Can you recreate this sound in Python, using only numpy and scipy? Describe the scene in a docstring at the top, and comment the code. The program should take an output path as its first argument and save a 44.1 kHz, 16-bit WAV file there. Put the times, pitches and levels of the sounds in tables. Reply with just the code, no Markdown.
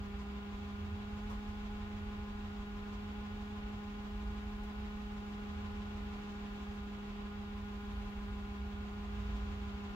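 """A steady plastic hum comes first: a cassette deck rewinds close by on a wooden shelf.
Two gears of 33 and 25 teeth mesh with a hum of many partials that throbs once a turn of each gear.
Their rough flanks whirr as filtered noise, and the tape rustles brightly onto the reel.
Behind them traffic rumbles through the walls, something ticks faintly in the room
and the two microphones hiss."""
import sys
import numpy as np
from scipy.fft import rfft, irfft, next_fast_len
from scipy.io import wavfile
from scipy.ndimage import map_coordinates

SR = 44100
rng = np.random.default_rng(int(sys.argv[2]) if len(sys.argv) > 2 else 0)


def transcribe(signal):
    """Save signal, clipped to [-1, 1], as a 16-bit WAV file at the path in sys.argv[1]."""
    frames = np.atleast_2d(signal).T
    limited = np.clip(frames, -1, 1)
    pcm = np.round(limited * 32767).astype(np.int16)
    wavfile.write(sys.argv[1], SR, pcm)


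N = 438794
T = np.arange(N) / SR  # time of each sample, s
STEP = 32  # samples between points of slow controls
SLOW_T = T[::STEP]
BIG_TEETH, SMALL_TEETH = 33, 25
TOP_HZ = 15720  # band limit


def amp(db):
    """Turn a level in dB into a gain."""
    return 10 ** (np.asarray(db) / 20)


def unit(x):
    """Scale a sound to an rms of 1."""
    return x / np.sqrt(np.mean(x ** 2) + 1e-20)


def along(points, hz):
    """Read a curve of (Hz, value) points, with straight lines on a log frequency axis."""
    point_hz, values = np.transpose(points)
    return np.interp(np.log(hz + 1), np.log(point_hz + 1), values)


def curves(rows):
    """Draw one curve over time for each column after the time column."""
    seconds, *columns = np.transpose(rows)
    return [np.interp(T, seconds, column) for column in columns]


def wobble(rate):
    """Make a smooth random curve through `rate` random points a second."""
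    knots = rng.standard_normal(int(N * rate / SR) + 4)
    return np.interp(T, SLOW_T, map_coordinates(knots, [SLOW_T * rate]))


def noise():
    """Make two unrelated channels of white noise."""
    return rng.standard_normal((2, N))


def filtered(x, response):
    """Multiply the spectrum of x by a response that depends on frequency."""
    size = next_fast_len(N + 8192)
    gain = response(np.fft.rfftfreq(size, 1 / SR))
    return irfft(rfft(x, size) * gain, size)[..., :N]


# How alike the left and right channels are: frequency_hz, likeness (1 same, 0 unrelated, -1 opposite)
LIKENESS = [(60, .98), (170, .9), (250, .6), (320, .35), (500, .15), (600, -.2), (750, .05), (900, -.2),
            (1500, -.35), (2500, -.28), (3300, -.22), (5500, -.08), (15000, 0)]
# How much louder the left is than the right: frequency_hz, left_minus_right_db
LEFT_LEAN = [(60, -1), (130, -2.5), (230, -7), (330, 3.5), (550, -2.5), (750, 1), (1200, 0.5), (2000, 0),
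             (3300, -1), (4200, -3), (5000, 0), (6500, -1.5), (8000, 1)]


def diffuse(pair, spectrum):
    """Colour two unrelated signals and mix them as spaced microphones hear a roomy sound; rms 1."""
    def mid_side_gains(hz):
        angle = np.arccos(np.clip(along(LIKENESS, hz), -1, 1)) / 2
        return amp(along(spectrum, hz)) * [np.cos(angle), np.sin(angle)]

    def lean_gains(hz):
        return amp(np.outer([.5, -.5], along(LEFT_LEAN, hz)))

    mid, side = filtered(pair, mid_side_gains)
    return unit(filtered(np.array([mid + side, mid - side]), lean_gains))


# Speed of the gears: start_s, mesh_rate_hz (teeth meshing per second)
MESH_SPEED = [(0, 202.6), (.375, 203.8), (.625, 203.8), (.875, 204.7), (1.27, 207.7), (1.75, 206.8),
              (2.05, 206.7), (2.5, 205.4), (2.875, 204.9), (3.1, 206.6), (3.6, 206.85), (3.9, 205.95),
              (4.4, 206.65), (4.62, 206.6), (4.75, 207.3), (5, 207.15), (5.22, 205.75), (5.9, 205.8),
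              (6.25, 205), (6.7, 204.75), (6.875, 204.2), (7.25, 204.85), (8.125, 204.4), (8.52, 203.4),
              (8.8, 204.55), (9.27, 204.95), (9.625, 203.55), (9.95, 203)]


def gear_motion():
    """Add up the changing mesh rate to count the teeth that have met so far."""
    mesh_hz, = curves(MESH_SPEED)
    return np.cumsum(mesh_hz) / SR, mesh_hz


# Hum partials, before they swell: multiple (of the mesh rate), left_db, right_db, left_lead_rad,
# faster_db (initial dB per Hz of faster meshing; levels off at this many dB)
HUM_PARTIALS = [(1, -46.8, -45.2, -0.13, 0.2), (1.84, -72.8, -71.4, -0.06, -0.3),
                (2, -57.1, -59.0, 0.22, -0.3), (3, -76.1, -74.3, 2.83, 0.1), (4, -62.6, -68.2, 0.95, 1.7),
                (5, -65.0, -70.7, 0.78, -0.2), (5.515, -73.3, -82.9, 1.11, -0.4),
                (6, -70.4, -71.4, 0.74, -1.2), (7, -66.2, -67.4, 1.43, 0.2), (8, -76.3, -82.8, -0.02, -0.8),
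                (9.03, -74.8, -81.3, 2.78, 2.6), (11, -79.2, -79.1, -1.57, -0.1),
                (13, -78.4, -82.3, 2.52, -0.5), (14, -81.1, -81.5, -3.03, 1.4)]
# Swell of each partial, once a turn of the big gear: depth (share), loudest_at_turns
HUM_SWELL = [(.06, .24), (.14, .26), (.02, .92), (.2, .16), (.53, .99), (.44, .23), (.94, .2), (.11, .38),
             (.28, .84), (.65, .02), (.11, .52), (.99, .84), (.47, .89), (.67, .79)]
# Gear run-out, once and twice a turn of the big gear and once a turn of the small one:
# period_meshes, waver_rad (nearly, on high partials), furthest_ahead_at_periods
GEAR_RUNOUT = [(33, .75, .2), (16.5, .5, .67), (25, .3, .7)]
RUNOUT_KNEE = 3.3  # multiple of the mesh rate; the run-out is weak below it and strong above
SMALL_SWELL = .2  # full depth of the small gear's swell, before the knee


def hum(meshes, mesh_hz):
    """Meshing teeth ring a set of partials; run-out makes them throb and speed shifts their level."""
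    out = np.zeros((2, N))
    jitter = 0.026 * wobble(25)  # tooth timing scatter in rad, felt more by high partials
    faster = np.tanh(mesh_hz - mesh_hz.mean())  # the gain levels off past a chassis resonance

    def throb(period, at):
        return np.cos(2 * np.pi * (meshes[::STEP] / period - at))

    waver = sum(rad * throb(period, ahead) for period, rad, ahead in GEAR_RUNOUT)
    for partial, (depth, loudest) in zip(HUM_PARTIALS, HUM_SWELL):
        multiple, left_db, right_db, lead, faster_db = partial
        small_swell = SMALL_SWELL * throb(SMALL_TEETH, rng.uniform())  # a moment of its own
        runout_share = np.tanh((multiple / RUNOUT_KNEE) ** 3)
        # The real part changes loudness; the imaginary part mostly moves the phase.
        shape = 1 + depth * throb(BIG_TEETH, loudest) + runout_share * (small_swell + 1j * waver)
        drift_db = faster_db * faster + 0.21 * multiple ** .5 * wobble(1.1)
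        shape = np.interp(T, SLOW_T, shape) * amp(drift_db)
        phase = multiple * (2 * np.pi * meshes + jitter) + rng.uniform(0, 2 * np.pi)
        tone = shape * np.exp(1j * phase)
        out[0] += np.sqrt(2) * amp(left_db) * tone.real
        out[1] += np.sqrt(2) * amp(right_db) * (tone * np.exp(-1j * lead)).real
    return out


# Narrow hiss around the partials: multiple (of the mesh rate), left_db, right_db
# (the gains given to the random curves)
BLUR_BANDS = [(1.95, -67.5, -71), (4.016, -77, -67), (5.03, -67, -69.5), (5.91, -73.5, -75),
              (7.075, -72.5, -71), (8.03, -72, -71), (8.97, -72.5, -77), (10, -75, -79.5),
              (10.97, -75.5, -75.5), (11.56, -73, -77), (13.04, -73, -77), (14.19, -82.5, -88),
              (14.11, -82, -77), (16.32, -71, -95), (18.05, -77, -77), (23.72, -83, -79.5)]


def blur(meshes):
    """Contacts of random size and timing spread partials into noise bands, wider on high ones."""
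    out = np.zeros((2, N))
    for multiple, *db in BLUR_BANDS:
        rate = 30.0 + 4.0 * multiple  # random points a second: more make a wider band
        left_cos, left_sin, right_cos, right_sin = (wobble(rate) for _ in range(4))
        angle = 2 * np.pi * multiple * meshes
        cos, sin = np.cos(angle), np.sin(angle)
        left = left_cos * cos + left_sin * sin
        right = right_cos * cos + right_sin * sin
        out += amp(db)[:, None] * np.array([left, right])
    return out


def flanks(meshes, teeth):
    """A gear's rough teeth repeat the same noise at every turn."""
    fine = 128  # points per tooth
    surfaces = rng.standard_normal((2, teeth * fine))  # one for each channel
    sound = [map_coordinates(s, [meshes * fine], order=1, mode="grid-wrap") for s in surfaces]
    return unit(np.array(sound))


# Tape drag over time: start_s, drag_db
TAPE_DRAG = [(0, -1), (.6, 0), (4.4, -0.5), (6.2, 2), (7.1, -1.1), (7.8, -0.5), (8.9, -1), (9.4, 2.5),
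             (9.95, 1)]
# Colour of the chassis shaken by gears and tape: frequency_hz, level_db (per Hz, relative)
WHIRR_COLOUR = [(60, -51), (110, -2), (260, -3.5), (350, -7.5), (580, -11.5), (690, -8.5), (760, -5.5),
                (870, -9), (1360, -8), (1550, -13.5), (2800, -13.5), (3700, -18.5), (5000, -27),
                (16000, -61)]
# Colour of the rustling tape: frequency_hz, level_db (per Hz, relative)
RUSTLE_COLOUR = [(2000, -41), (3500, -2.5), (5000, -4.5), (7100, -4.5), (7800, -10.5), (8800, -24),
                 (16000, -45)]
# Rubbing swell: times_per_turn (of the big gear), depth (share), loudest_at_cycles (of its own swell)
TAPE_RUB = [(1, 0.11, 0.25), (2, 0.1, 0.7), (3, 0.096, 0.92)]
WHIRR_DB, RUSTLE_DB = -53, -73  # base levels, before drag, rubbing and random drift
WHIRR_FOLLOWS = .45  # share of the drag's dB swing that the whirr follows


def whirr(meshes):
    """Gear roughness and slip noise peak at each tooth contact; tape rubs in a swell each turn."""
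    drag_db, = curves(TAPE_DRAG)
    rough = 0.44 * flanks(meshes, BIG_TEETH) + 0.28 * flanks(meshes, SMALL_TEETH)
    slip = 0.97 * noise()
    contact = 1 + 0.14 * np.cos(2 * np.pi * meshes)
    turns = meshes / BIG_TEETH
    rub = 1 + sum(depth * np.cos(2 * np.pi * (times * turns - at)) for times, depth, at in TAPE_RUB)

    whirr_db = WHIRR_DB + WHIRR_FOLLOWS * drag_db + 0.46 * wobble(6)
    # The power 0.52 makes the whirr swell less than the rustle.
    body = amp(whirr_db) * rub ** 0.52 * diffuse((rough + slip) * contact, WHIRR_COLOUR)
    rustle_db = RUSTLE_DB + drag_db + 0.74 * wobble(8.3) + 0.65 * wobble(2.89)
    rustle = amp(rustle_db) * rub * diffuse(noise(), RUSTLE_COLOUR)
    return body + rustle


# Traffic loudness: start_s, deep_db, upper_db
TRAFFIC_LEVELS = [(0, -49, -48), (.33, -51, -56), (.9, -52, -46), (1.35, -46.5, -55), (2, -51, -47.5),
                  (3, -49, -55), (3.95, -49.5, -51.5), (4.3, -46, -53), (4.95, -47.5, -56),
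                  (5.6, -49.5, -49), (6.1, -47, -55.5), (6.95, -50, -54.5), (7.3, -51.5, -52.5),
                  (7.95, -45, -51.5), (8.8, -50, -52.5), (9.25, -47.5, -48), (9.95, -51, -49)]
# Colour of the deep rumble: frequency_hz, level_db (per Hz, relative)
DEEP_COLOUR = [(10, -53), (25, -1), (40, 10), (57, 12.5), (72, 4.5), (90, -48.5)]
# Colour of the upper rumble: frequency_hz, level_db (per Hz, relative)
UPPER_COLOUR = [(55, -27), (70, 8), (88, 10), (105, -3.5), (130, -16.5), (200, -56)]


def traffic():
    """Traffic comes through the walls as low noise in two room bands, each with its own loudness."""
    deep_db, upper_db = curves(TRAFFIC_LEVELS)
    deep = amp(deep_db) * diffuse(noise(), DEEP_COLOUR)
    upper = amp(upper_db) * diffuse(noise(), UPPER_COLOUR)
    return deep + upper


# Engines passing far off: start_s, end_s, start_pitch_hz, end_pitch_hz,
# level_db (mid-pass, before random drift and a small left-right offset)
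ENGINE_DRONES = [(0.113, .45, 58.6, 63.3, -48), (0.57, 2.1, 88.1, 86.2, -52.5), (1.1, 2.7, 30, 32.4, -53),
                 (2.297, 2.8, 54, 51.3, -49.5), (2.3, 3.5, 85.5, 88.2, -54.5),
                 (4.103, 4.497, 56.15, 53, -42.5), (4.55, 5.3, 63, 59.4, -50), (5.45, 5.845, 76, 76, -49.5),
                 (5.75, 6.148, 86.3, 85.2, -51), (7.906, 8.5, 55, 52, -48.5), (8.3, 8.9, 62.5, 69.5, -48),
                 (8.88, 9.855, 56.06, 60.1, -43.5)]


def engines():
    """Each far engine is a wavering low tone that glides in pitch, swells and fades."""
    out = np.zeros((2, N))
    for start, end, start_hz, end_hz, db in ENGINE_DRONES:
        progress = np.clip((T - start) / (end - start), 0, 1)
        hz = start_hz + (end_hz - start_hz) * progress + 0.55 * wobble(5.5)
        swell = np.sqrt(np.abs(np.sin(np.pi * progress))) * amp(db + 1.7 * wobble(6.5))
        tone = np.sqrt(2) * swell * np.sin(2 * np.pi * np.cumsum(hz) / SR)
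        out += amp([[-.6], [.6]]) * tone  # slightly louder on the right
    return out


# Faint room ticks: start_s, knock_db, scuff_db, snap_db (before the rise and decay),
# t60_s (time to fall by 60 dB)
ROOM_TICKS = [(.185, -70, -63, -85, .2), (1.294, -46, -62, -68, .24), (2.93, -70, -65, -88, .2),
              (4.627, -66, -67, -68, .18), (6.735, -70, -70, -72, .16)]
# Colour of the low knock: frequency_hz, level_db (per Hz, relative)
KNOCK_COLOUR = [(300, -40), (480, -2), (750, -4), (1080, 2), (1500, -8), (3000, -16), (5000, -40)]
# Colour of the middle scuff: frequency_hz, level_db (per Hz, relative)
SCUFF_COLOUR = [(2000, -30), (3500, -2), (5000, 0), (7500, -4), (9500, -25)]
# Colour of the high snap: frequency_hz, level_db (per Hz, relative)
SNAP_COLOUR = [(5000, -30), (8000, 0), (13500, 0), (15700, -2)]


def ticks():
    """Each tick is three bands of noise that rise quickly and die away as the room's short tail."""
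    envelopes = np.zeros((3, N))
    for start, *db, t60 in ROOM_TICKS:
        age = np.maximum(T - start, 0)
        rise = 1 - np.exp(-age / .005)
        decay = amp(-60 * age / t60)
        envelopes += amp(db)[:, None] * decay * rise
    colours = KNOCK_COLOUR, SCUFF_COLOUR, SNAP_COLOUR
    return sum(envelope * diffuse(noise(), colour) for envelope, colour in zip(envelopes, colours))


def scene():
    """Add the deck, the street and the room together."""
    meshes, mesh_hz = gear_motion()
    deck = hum(meshes, mesh_hz) + blur(meshes) + whirr(meshes)
    return deck + traffic() + engines() + ticks()


# Colour of the microphone noise: frequency_hz, level_db (per Hz, relative)
HISS_COLOUR = [(4000, -34), (7000, 7), (8900, -27), (10300, -2), (11000, -1), (14800, -1.5), (15100, 0),
               (15700, 6.5)]


def record(dry):
    """Each microphone adds its own hiss; nothing passes above the band limit."""
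    hiss = unit(filtered(noise(), lambda hz: amp(along(HISS_COLOUR, hz)) * (hz < TOP_HZ)))
    hiss_gain = amp([[-79.0], [-79.5]])  # left and right, dB
    return filtered(dry + hiss_gain * hiss, lambda hz: hz < TOP_HZ)


dry = scene()
out = record(dry)
transcribe(out)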